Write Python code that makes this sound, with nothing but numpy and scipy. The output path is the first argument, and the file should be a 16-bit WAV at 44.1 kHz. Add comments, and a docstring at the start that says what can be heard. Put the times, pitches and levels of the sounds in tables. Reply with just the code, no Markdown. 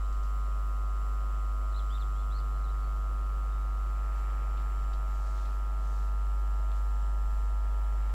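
"""Humming wires beside a railway

A diesel freight train is still far off. Current in the overhead wires couples into the microphone:
a deep mains hum, whose odd harmonics (3, 5, 7.. times its pitch) ring as a high whine and change
colour as the load on the line shifts. Behind it are the distant engine's drone, a wash of outdoor
noise, a light breeze, a small bird, a few faint rustles and a faint, very high electronic whine
that pulses about twice a second."""
import sys
import numpy as np
from scipy import signal
from scipy.fft import rfft, irfft
from scipy.io import wavfile
from scipy.ndimage import uniform_filter1d

SR = 44100
rng = np.random.default_rng(int(sys.argv[2]) if len(sys.argv) > 2 else 0)


def materialize(psi):
    """Save the field psi as 16-bit PCM at rate SR to the path in sys.argv[1].

    A 1-D psi becomes a single channel; in a 2-D psi each row is a channel.
    """
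    bounded = np.clip(np.atleast_2d(psi).T, -1, 1)
    quanta = np.round(bounded * 32767).astype(np.int16)
    wavfile.write(sys.argv[1], SR, quanta)


N = 358967
TIME = np.arange(N) / SR
MAINS_HZ = 50.075

# The outline of the whine's tone colour. Each row: pitch as a multiple of the mains pitch,
# base level in dB under the first load, base level in dB under the second load.
WHINE_OUTLINE = [(3, -67.5, -65.5), (5, -63, -66), (7.2, -64, -66.5), (9, -72.5, -72),
                 (10.84, -68.5, -75.5), (13.06, -76, -77), (15.24, -61, -59.5), (15.9, -75.5, -59),
                 (18.8, -66, -58.5), (22.08, -51.5, -62), (23.1, -54.5, -61.5), (25.72, -45, -50.5),
                 (26.71, -49.5, -49.5), (28.98, -63, -69), (29.8, -69.5, -85), (33.4, -80, -65.5),
                 (34.8, -86, -68), (36.9, -73, -70.5), (38.7, -76, -84.5)]
# Peaks in the treble: the line's buzz below SPLIT_HZ, the very high electronic whine above it.
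# Each row: centre in Hz, width in Hz, base level in dB.
TREBLE_PEAKS = [(1990, 250, -78.5), (2970, 370, -83), (3850, 250, -87.5), (5400, 620, -87.5),
                (7260, 54, -78), (7475, 170, -77.5), (7620, 260, -86.5), (10950, 140, -84.5),
                (11400, 210, -88), (11950, 180, -87), (14700, 430, -99)]
SPLIT_HZ = 11300


def undb(db):
    """Turn decibels into a number to multiply by."""
    return 10 ** (np.asarray(db) / 20)


def unit(x):
    """Scale a signal so that its typical size is 1."""
    return x / np.std(x)


def add(out, start, sound):
    """Mix a sound in, `start` seconds from the beginning."""
    i = max(int(start * SR), 0)
    out[i:i + len(sound)] += sound[:max(N - i, 0)]


def walk(rate):
    """A smooth random wobble of size near 1 that turns about `rate` times a second."""
    k = int(SR / rate)
    steps = np.repeat(rng.standard_normal(N // k + 1), k)
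    return np.sqrt(2) * uniform_filter1d(uniform_filter1d(steps, k), k)[:N]


def swell(at, width):
    """A smooth rise to 1 and fall, half as high `width` seconds to each side."""
    return 1 / (1 + ((TIME - at) / width) ** 2)


def swells(rows, rest_db):
    """A resting level with one swell added on top for each row."""
    return undb(rest_db) + sum(undb(db) * swell(at, width) for at, width, db in rows)


def beat(period_s, crest_s):
    """A regular rise and fall between -1 and 1."""
    return np.cos(2 * np.pi * (TIME - crest_s) / period_s)


def noise(colour):
    """Noise whose strength at each pitch follows a curve of (Hz, dB) points."""
    hz, db = np.transpose(colour)
    f = np.maximum(np.fft.rfftfreq(N, 1 / SR), 1)
    gain = undb(np.interp(np.log(f), np.log(hz), db))
    return irfft(rfft(rng.standard_normal(N)) * gain, N) * np.sqrt(SR / 2)


def grains(hz, spread, grain_db=2):
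    """Fine, uneven grains of noise in a band around one pitch."""
    band = signal.butter(3, [hz / spread, min(hz * spread, SR / 2 - 1)], "band", fs=SR, output="sos")
    uneven = rng.standard_normal(N) * undb(grain_db * walk(600))
    return unit(signal.sosfilt(band, uneven))


def outdoor_wash(growth_db_per_s=0.0433, drift_db=0.63):
    """Distant noise: its lows and mids drift and grow as the train nears, its hiss stays steady."""
    # The outdoor background. Each row: frequency in Hz, base level in dB per Hz.
    air_colour = [(60, -79), (100, -82.5), (190, -85), (290, -91), (450, -87), (700, -87), (1000, -91),
                  (1400, -93), (2200, -99.5), (3000, -99.5), (3500, -104), (5000, -105), (8000, -107.3),
                  (15000, -112)]
    air = noise(air_colour)
    wash = signal.sosfiltfilt(signal.butter(2, 2500, fs=SR, output="sos"), air)
    hiss = air - wash
    wash_db = 0.47 + growth_db_per_s * TIME + drift_db * walk(2.94)
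    return wash * undb(wash_db) + hiss


def breeze():
    """Wind on the microphone makes a low rumble that swells with each gust."""
    # The rumble. Each row: frequency in Hz, base level in dB per Hz.
    rumble_colour = [(12, -67), (22, -65.5), (33, -67), (48, -78), (80, -90), (300, -130)]
    # The gusts. Each row: middle in seconds, half width in seconds, gain in dB.
    gusts = [(.15, .15, 1), (2.75, 0.2, 0), (4.8, 0.36, 0), (7.35, .12, 8), (8.12, .12, -5)]
    return noise(rumble_colour) * swells(gusts, rest_db=-8)


def far_swish(drift_db=0.63):
    """A soft, far swish that swells three times."""
    # The swish's tone colour. Each row: frequency in Hz, relative level in dB.
    swish_colour = [(200, -4.5), (700, 5.5), (1500, 4), (2400, 0.5), (3500, -12), (6000, -24), (12000, -34)]
    # Its swells. Each row: middle in seconds, half width in seconds, level in dB.
    swishes = [(4.35, 0.51, -60), (5.45, .25, -70), (8.1, .2, -64)]
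    return unit(noise(swish_colour)) * swells(swishes, rest_db=-72.5) * undb(drift_db * walk(7.6))


def rustles(attack_s=0.0023):
    """Soft brushes close by that swell and fade, and dry crackles that start at once and die away."""
    # The brushes. Each row: start in seconds, length in seconds, level in dB.
    brushes = [(4.12, .12, -68), (5.026, 0.62, -65.5), (5.753, 0.37, -66), (6.73, .08, -69)]
    # The crackles. Each row: start in seconds, decay time in seconds, centre pitch in Hz, level in dB.
    crackles = [(.125, .025, 5000, -64), (.228, .03, 5000, -61), (4.57, .03, 3000, -58.5),
                (4.932, .014, 3700, -54.5), (5.271, .015, 5500, -62), (5.372, .035, 3300, -60),
                (5.452, 0.035, 3200, -59), (6.714, .018, 3000, -58.5)]
    brush_level, crackling = np.zeros(N), np.zeros(N)
    for start, length, db in brushes:
        add(brush_level, start, undb(db) * np.sqrt(np.hanning(int(length * SR))))
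    t = np.arange(SR // 2) / SR
    for start, decay, hz, db in crackles:
        envelope = np.minimum(t / attack_s, 1) * np.exp(-t / decay)
        add(crackling, start, undb(db) * envelope * grains(hz, spread=1.4)[:len(t)])
    return brush_level * grains(hz=5200, spread=1.54) + crackling


def note(hz, db, rasp=0.027):
    """One whistled note along a pitch path, slightly raspy, with a rounded rise and fall."""
    progress = np.linspace(0, 1, len(hz))
    jitter = unit(uniform_filter1d(rng.standard_normal(len(hz)), size=60))
    phase = 2 * np.pi * np.cumsum(hz * (1 + rasp * jitter)) / SR
    envelope = 2 * np.sqrt(progress * (1 - progress))
    return undb(db) * envelope * np.sin(phase)


def slur(length, start_hz, top_hz, db, climb_s=0.056, flick_s=0.0166, flick_hz=1150):
    """A sliding note that climbs, levels off, then flicks down."""
    t = np.arange(0, length, 1 / SR)
    climb = np.sin(np.pi / 2 * np.minimum(t / climb_s, 1))
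    flick = np.clip(1 - (length - t) / flick_s, 0, 1)
    return note(start_hz + (top_hz - start_hz) * climb - flick_hz * flick, db)


def bird(chip_s=0.026, chip_fall_hz_per_s=22000, flutter_db=3.5, echo_db=-8, echo_s=0.25):
    """A small bird's fluttering slurs, chips and whistles, scattered by the bushes."""
    # Sliding notes. Each row: start and length in seconds, first and top pitch in Hz, base level in dB.
    slurs = [(1.738, .068, 3750, 4190, -54), (1.894, 0.093, 2920, 3650, -54.5),
             (2.141, 0.11, 2900, 3480, -67), (2.301, 0.11, 3150, 4270, -55.5)]
    # Short falling chips. Each row: start in seconds, first pitch in Hz, base level in dB.
    chips = [(1.716, 4500, -64), (1.787, 3650, -59), (1.982, 5000, -67), (1.996, 4450, -62),
             (2.013, 3750, -58), (2.380, 4950, -61), (2.638, 4230, -62)]
    # Thin whistles. Each row: start and length in seconds, first and last pitch in Hz, base level in dB.
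    whistles = [(.005, 0.072, 3920, 3820, -68), (1.905, .028, 4700, 4780, -63),
                (2.19, .04, 4220, 4130, -67), (2.51, .08, 4130, 4070, -66), (2.682, .025, 3600, 4100, -62),
                (2.78, 0.11, 4550, 4380, -70), (3.49, 0.15, 3650, 3780, -72)]
    song = np.zeros(N)
    for start, length, start_hz, top_hz, db in slurs:
        add(song, start, slur(length, start_hz, top_hz, db))
    for start, hz, db in chips:
        add(song, start, note(hz - chip_fall_hz_per_s * np.arange(0, chip_s, 1 / SR), db))
    for start, length, start_hz, end_hz, db in whistles:
        add(song, start, note(np.linspace(start_hz, end_hz, int(length * SR)), db, rasp=0.012))
    song *= undb(flutter_db * walk(250) - 2.0)
    t = np.arange(SR // 2) / SR
    tail = rng.standard_normal(len(t)) * np.exp(-np.log(1000) * t / echo_s)  # falls 60 dB in echo_s
    echo = signal.fftconvolve(song, tail / np.linalg.norm(tail))[:N]
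    return song + undb(echo_db) * echo


def far_tones(tones, fade_db, wander):
    """Tones from far away: moving air makes each one fade and waver."""
    out = np.zeros(N)
    for hz, db in tones:
        level = undb(db + fade_db * walk(2.97))
        out += level * np.sin(2 * np.pi * hz * TIME + wander * walk(5))
    return np.sqrt(2) * out


def locomotive(loudest_s=3):
    """The far diesel's drone, carried best early on, and the thinner song of its machinery."""
    # The engine's tones. Each row: pitch in Hz, base level in dB.
    engine_tones = [(115.1, -67), (131.6, -59), (148, -75.5), (164.6, -72), (195.6, -69.5), (247, -76),
                    (391, -76)]
    # The machinery's higher tones. Each row: pitch in Hz, base level in dB.
    machinery_tones = [(626, -74.5), (648.5, -66.5)]
    # Moments when the air carries the song over. Each row: middle and half width in seconds, gain in dB.
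    carries = [(1.4, 0.27, -2), (5.5, 0.44, 0.5), (6.7, 0.34, -4)]
    drone = far_tones(engine_tones, fade_db=1.8, wander=0.8)
    song = far_tones(machinery_tones, fade_db=1.5, wander=1.0)
    drone_db = 0.24 - 0.28 * (TIME - loudest_s) ** 2
    return drone * undb(drone_db) + song * swells(carries, rest_db=-4)


def kicked(response, cycles):
    """Ringing from a kick every half cycle, up and down in turn, so only odd harmonics remain."""
    odd = np.arange(len(response)) % 2
    one_cycle = irfft(response * odd) * (len(response) - 1) * np.sqrt(2)
    return np.interp(cycles % 1, np.arange(len(one_cycle)) / len(one_cycle), one_cycle, period=1)


def treble_ring(cycles, peaks, lag_s=0.000298, scatter=0.72, size=4097):
    """A high, smeared ringing that comes a little after each kick."""
    f = np.arange(size) * MAINS_HZ
    response = sum(undb(db) / (1 + 2j * (f - hz) / width) * np.exp(-np.abs(f - hz) / (4 * width))
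                   for hz, width, db in peaks)
    smear = np.exp(1j * scatter * rng.standard_normal(size))
    above_whine = f > WHINE_OUTLINE[-1][0] * MAINS_HZ
    return kicked(response * smear * above_whine, cycles - lag_s * MAINS_HZ)


def electronic_whine(cycles):
    """A faint, very high electronic whine that pulses about twice a second."""
    ring = treble_ring(cycles, [row for row in TREBLE_PEAKS if row[0] >= SPLIT_HZ])
    return ring * undb(4 * beat(period_s=0.44, crest_s=0.26))


def line_buzz(cycles, dip_s=4.6):
    """The line's treble ringing, smeared by reflections along the wires, beats slowly and dips midway."""
    ring = treble_ring(cycles, [row for row in TREBLE_PEAKS if row[0] < SPLIT_HZ])
    return ring * undb(-1.8 + 0.16 * (TIME - dip_s) ** 2 + 2.0 * beat(period_s=2.5, crest_s=1.88))


def main_ring(cycles, load, size=4097):
    """Each kick rings the line's main resonance for a few milliseconds, under load 1 or 2."""
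    outline, harmonic = np.array(WHINE_OUTLINE), np.arange(size)
    db = np.interp(harmonic, outline[:, 0], outline[:, load])
    # Time the harmonics so that the ringing comes after the kick, not before it.
    log_gain = np.log(undb(np.concatenate([db, db[-2:0:-1]])))
    response = np.exp(np.conj(signal.hilbert(log_gain)))[:size]
    in_range = (harmonic > 1) & (harmonic <= outline[-1, 0])
    return kicked(response * in_range, cycles)


def line_whine(cycles, shift_middle_s=4.34, shift_s=9.9, crest_s=4.6, waver_db=-0.18):
    """The whine is strongest midway and changes colour as the line eases from one load to the other."""
    progress = np.clip((TIME - shift_middle_s) / shift_s, -.5, .5)
    blend = (1 + np.sin(np.pi * progress)) / 2
    ring = (1 - blend) * main_ring(cycles, load=1) + blend * main_ring(cycles, load=2)
    return ring * undb(0.15 - 0.12 * (TIME - crest_s) ** 2 + waver_db * walk(3.8))


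def hum(cycles, step_s=6.06, rise_s=.25):
    """The deep tone of the mains current sags briefly, then steps up and stays."""
    step = (1 + np.tanh((TIME - step_s) / rise_s)) / 2
    level_db = -29.5 + 1.5 * step - .7 * swell(at=5.45, width=.2)
    return np.sqrt(2) * np.sin(2 * np.pi * cycles) * undb(level_db)


def electrical_sounds(kick_s=.0069, flicker_db=1.0):
    """The overhead line's hum, whine and buzz, plus the faint electronic whine; the treble flickers."""
    cycles = MAINS_HZ * TIME + .0002 * walk(1.3)
    # The load switches kick_s after the hum's wave crosses zero, and that kicks the line.
    kicks = cycles - kick_s * MAINS_HZ
    whine = line_whine(kicks)
    treble = line_buzz(kicks) + electronic_whine(kicks)
    return hum(cycles) + whine + treble * undb(flicker_db * walk(11))


def scene():
    """Everything at one microphone."""
    mix = electrical_sounds() + locomotive() + outdoor_wash() + breeze() + far_swish()
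    return (mix + bird() + rustles())[None]


def record(dry, top_hz=15720):
    """The very highest treble is cut off sharply."""
    return signal.sosfilt(signal.ellip(10, .1, 80, top_hz, fs=SR, output="sos"), dry)


dry = scene()
out = record(dry)
materialize(out)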